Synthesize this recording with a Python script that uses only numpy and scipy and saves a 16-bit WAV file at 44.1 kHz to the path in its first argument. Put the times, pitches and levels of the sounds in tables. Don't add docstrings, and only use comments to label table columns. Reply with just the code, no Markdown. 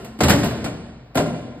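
import sys
import numpy as np
from scipy import signal
from scipy.fft import rfft, irfft, next_fast_len
from scipy.io import wavfile
from scipy.ndimage import uniform_filter1d

SR = 44100
rng = np.random.default_rng(int(sys.argv[2]) if len(sys.argv) > 2 else 0)


def wav_out(sig):
    wavfile.write(sys.argv[1], SR, np.round(np.clip(np.atleast_2d(sig).T, -1, 1) * 32767).astype(np.int16))


def gain_from_db(level_db):
    decades = np.asarray(level_db, float) / 20
    return 10 ** decades


N = 70560
LEAD = SR // 4


def along(points, hz):
    f, v = np.transpose(points)
    return np.interp(np.log(hz + 1), np.log(f + 1), v)


def dying(seconds, spectrum, t60s, size):
    noise = rng.standard_normal((2, round(seconds * SR)))
    hz, t, z = signal.stft(noise, SR, nperseg=size)
    colour = gain_from_db(along(spectrum, hz))
    decay = gain_from_db(-60 * t / along(t60s, hz)[:, None])
    gain = colour[:, None] / np.sqrt(np.mean(colour ** 2)) * decay
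    return signal.istft(z * gain, SR, nperseg=size)[1][:, :round(seconds * SR)]


def ring(modes, t, rise_s, blur_hz, scatter_db):
    hz, db, t60 = np.transpose(modes)[:, :, None]
    hz = hz * (1 + 0.015 * np.clip(500 / hz, 0, 1) ** 2 * rng.standard_normal(hz.shape))
    steps = rng.standard_normal((len(modes), len(t) // 64 + 2))
    walk = np.cumsum(steps, axis=1) * np.sqrt(2 * np.pi * blur_hz * 64 / SR)
    wander = [np.interp(t * SR / 64, np.arange(len(w)), w) for w in walk]
    phase = 2 * np.pi * hz * t + wander
    strength = gain_from_db(db.T + scatter_db * rng.standard_normal((2, len(modes))))
    size = strength * np.exp(2j * np.pi * rng.random((2, len(modes))))
    sound = np.real(size @ (gain_from_db(-60 * t / t60) * np.exp(1j * phase)))
    return sound * (1 - np.exp(-t / rise_s)) / np.sqrt(np.sum(gain_from_db(db) ** 2) / 2)


def place(out, s, blow):
    fade = np.cos(np.pi / 2 * np.linspace(0, 1, blow.shape[1]))
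    out[:, LEAD + round(s * SR):][:, :blow.shape[1]] += blow * fade


def air():
    # (frequency [Hz], density [dB per Hz])
    murmur = [(20, -17.5), (50, 21), (220, -19), (600, -6.5), (1500, -16.5), (5000, -27.5), (9000, -52),
              (13000, -38)]
    m = next_fast_len(N)
    spectrum = rfft(rng.standard_normal((2, m))) * gain_from_db(along(murmur, np.fft.rfftfreq(m, 1 / SR)))
    x = irfft(spectrum, m)[:, :N]
    return gain_from_db(-44.5) * x / np.std(x)


def hall(x):
    # (frequency [Hz], t60 [s])
    hall_t60 = [(60, 1.53), (250, 1.183), (1000, 1.316), (4000, 1.255), (12000, 0.64)]
    delay_s = 0.0056
    tail = dying(1.5, [(100, 10), (1000, -1.5), (10000, -0.5)], hall_t60, size=512)
    tail = tail * (1 - np.exp(-np.arange(tail.shape[1]) / SR / delay_s))
    return signal.fftconvolve(x, tail / np.linalg.norm(tail[0]), axes=1)[:, :x.shape[1]]


def landings():
    # (time [s], frame [dB], bar [dB], pins [dB])
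    hard_landings = [
        (0.206, -40, -11.5, -50),
        (0.222, -11, -40, -50),
        (0.281, -20, -14, -44),
        (0.296, -40, -40, -36),
        (0.443, -34, -28, -43),
        (1.158, -22, -36, -60),
        (1.173, -40, -11, -60),
    ]
    # (frequency [Hz], level [dB], t60 [s])
    frame_modes = [(86, 0, .38), (62, -14, .25)]
    bar_modes = [(622, 0, .075), (690, -7, .06), (742, -1, .075), (900, -5, .06)]
    pin_modes = [(11870, 11, 0.22), (11020, -7.5, 0.75), (14000, -19, 0.11), (14250, -1.5, .06)]
    # (time [s], frequency [Hz], level [dB], t60 [s])
    panel_drums = [
        (0.071, 214, -32.5, 0.74),
        (0.305, 320, -18, 0.28),
        (0.322, 272.6, -14.5, 0.33),
        (0.37, 217.6, -25, 0.23),
        (1.19, 410.2, -23.5, 0.36),
        (1.198, 163, -20.5, 0.71),
        (1.245, 240, -27.5, 1.35),
    ]
    frame_rise_s, bar_rise_s = 0.014, 0.004
    out, t = np.zeros((2, N + LEAD + SR)), np.arange(round(0.45 * SR)) / SR
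    for s, frame_db, bar_db, pins_db in hard_landings:
        thud = gain_from_db(frame_db) * ring(frame_modes, t, frame_rise_s, blur_hz=1, scatter_db=1)
        knock = gain_from_db(bar_db) * ring(bar_modes, t, bar_rise_s, blur_hz=3, scatter_db=1)
        jingle = gain_from_db(pins_db) * ring(pin_modes, t, bar_rise_s, blur_hz=8, scatter_db=0)
        place(out, s, thud + knock + jingle)
    for s, hz, db, t60 in panel_drums:
        drum = ring([(hz, 0, t60)], t, frame_rise_s, blur_hz=3.2, scatter_db=3.5)
        place(out, s, gain_from_db(db) * drum)
    return out[:, :N + LEAD]


def gate():
    # (time [s], tick [dB], crack [dB], clang [dB], boom [dB])
    gate_blows = [(-0.12, -30, -29.5, -21.5, -23.5), (0.045, -42.5, -44.5, -40, -68),
                  (0.188, -50, -43, -57, -27), (0.205, -53, -22, -14.5, -15), (0.234, -27, -21, -29, -11.5),
                  (0.282, -31, -22, -50, -13.5), (0.295, -20, -20, -19.5, -18),
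                  (0.303, -30.5, -19.5, -24, -23), (0.335, -49, -33, -47, -17.5),
                  (0.384, -54, -36.5, -36, -19.5), (0.432, -58, -30.5, -23.5, -31),
                  (0.443, -31, -43, -28.5, -41.5), (0.455, -47, -35.5, -25.5, -27.5),
                  (0.51, -51, -50, -28, -40), (0.642, -45.5, -32, -32.5, -23),
                  (0.66, -75, -44.5, -24.5, -43), (1.146, -51, -45.5, -38, -44),
                  (1.154, -30.5, -31, -19.5, -15), (1.172, -59, -25, -21, -25.5), (1.2, -84, -47, -16, -26),
                  (1.259, -71, -43, -28.5, -25.5), (1.345, -71, -63, -34.5, -37),
                  (1.573, -70, -62.5, -52, -40)]
    # (frequency [Hz], t60 [s])
    tick_colour = [(2000, -18), (7000, 3), (12000, 13.5), (16000, 1)]
    tick_t60 = [(4000, 0.09), (14000, 0.087)]
    # (frequency [Hz], t60 [s])
    crack_colour = [(120, -16), (300, 8), (900, 1.5), (2500, -0.5), (5500, -5.5), (8500, -9),
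                    (12000, -15.5), (16000, -35.5)]
    crack_t60 = [(300, 0.53), (1500, 0.22), (5000, 0.2), (14000, 0.19)]
    # (frequency [Hz], level [dB], t60 [s])
    sheet_modes = [(352.3, -7.5, 0.12), (409.8, -7.5, 0.14), (504.7, -10.5, 0.19), (570, -4, 0.12),
                   (620.2, -10, 0.3), (664, -7, 0.22), (713.4, -4.5, 0.16), (922.4, -12.5, 0.033),
                   (1041.6, -4, .1), (1408, -7, 0.13), (1560, -6.5, 0.027), (1911, -8, 0.039),
                   (2343, -13, 0.11), (2830, -15.5, 0.18)]
    box_modes = [(125.2, -7, 0.46), (159.1, -5.5, 0.32), (189.7, -9, 0.21), (212.2, -4, 0.31),
                 (240, -3, 0.26), (278.9, 0.5, .16), (320, -3, .14)]
    noise_rise_s, sheet_rise_s, box_rise_s = 0.00083, 0.00092, 0.0058
    out, t = np.zeros((2, N + LEAD + SR)), np.arange(round(0.3 * SR)) / SR
    for s, tick_db, crack_db, clang_db, boom_db in gate_blows:
        crack = gain_from_db(crack_db + 5.5) * dying(len(t) / SR, crack_colour, crack_t60, size=128)
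        tick = gain_from_db(tick_db) * dying(len(t) / SR, tick_colour, tick_t60, size=64)
        noise = (crack + tick) * (1 - np.exp(-t / noise_rise_s))
        clang = gain_from_db(clang_db) * ring(sheet_modes, t, sheet_rise_s, blur_hz=27, scatter_db=3)
        boom = gain_from_db(boom_db) * ring(box_modes, t, box_rise_s, blur_hz=11.35, scatter_db=2.5)
        place(out, s, noise + clang + boom)
    return out[:, :N + LEAD]


def ports(pair):
    # (frequency [Hz], likeness of the ports [0..1])
    likeness = [(100, .999), (500, .95), (1300, .82), (2300, .5), (4300, .25), (5600, .95), (9000, .93),
                (13000, .55)]
    # (frequency [Hz], lag [half turns])
    port_lag = [(0, 0), (500, .13), (1200, .22), (1900, -.1), (2600, -1), (3400, -1.1), (4200, -.4),
                (5750, -1), (6400, -1), (7500, -2), (8800, -2), (9700, -3), (10800, -3), (12200, -4),
                (13000, -4), (14000, -4.6)]
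    # (frequency [Hz], left over right [dB])
    port_lean = [(100, 0), (400, 1), (900, 3), (1500, 2.5), (2500, -4.5), (3600, -1), (5500, 0)]
    mic_low_hz = 45
    m = next_fast_len(N + SR // 4)
    hz = np.fft.rfftfreq(m, 1 / SR)
    shared, differing = rfft(pair, m) * (1j * hz / (mic_low_hz + 1j * hz)) ** 2
    angle = np.arccos(np.clip(along(likeness, hz), -1, 1)) / 2
    shared, differing = np.cos(angle) * shared, np.sin(angle) * differing
    lag = np.exp(-0.5j * np.pi * np.interp(hz, *np.transpose(port_lag)))
    tilt = lag * gain_from_db(along(port_lean, hz) / 2)
    return irfft([(shared + differing) * tilt, (shared - differing) / tilt], m)[:, :N]


def muted(x):
    # (frequency [Hz], depth [dB])
    under_loudest = [(5400, 66), (8500, 60), (10000, 48), (12000, 46), (14000, 44), (16000, 40)]
    band_hz, mute_from_hz = 430, 5400
    under_other_db, waver_db = 7.5, 6
    hz, _, z = signal.stft([x[0] + x[1], x[0] - x[1]], SR, nperseg=1024)
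    band = (hz // band_hz).astype(int)
    bands = range(band.max() + 1)
    power = np.array([[np.mean(np.abs(c[band == b]) ** 2, axis=0) for b in bands] for c in z])
    level = 10 * np.log10(uniform_filter1d(power, size=3, axis=2) + 1e-20)
    waver = uniform_filter1d(rng.standard_normal(level.shape), size=9, axis=2) * 3 * waver_db
    centre = (np.arange(level.shape[1]) + 0.5) * band_hz
    upper = centre > mute_from_hz
    under_other = level < level[::-1] - under_other_db
    floor = level.max(axis=(0, 1)) - along(under_loudest, centre)[:, None]
    weak = under_other | (level + waver < floor)
    treble = 10 * np.log10(power[:, upper].sum(axis=(0, 1)) + 1e-20)
    sudden = np.diff(treble, prepend=treble[0]) > 6
    keep = ~(weak & upper[:, None] & ~sudden)
    mid, side = signal.istft(z * keep[:, band], SR, nperseg=1024)[1][:, :N]
    return np.array([mid + side, mid - side]) / 2


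def scene():
    blows, near = gate(), landings()
    feed = blows + gain_from_db(-12) * near
    steel = blows + near + gain_from_db(-9) * hall(feed)
    return ports(steel[:, LEAD:] + air())


def top_cut(x):
    return signal.sosfilt(signal.butter(12, 16330, fs=SR, output="sos"), x)


def record(dry):
    soft = dry / (1 + np.abs(dry / 1.2) ** 4) ** (1 / 4)
    return top_cut(muted(soft))


dry = scene()
out = record(dry)
wav_out(out)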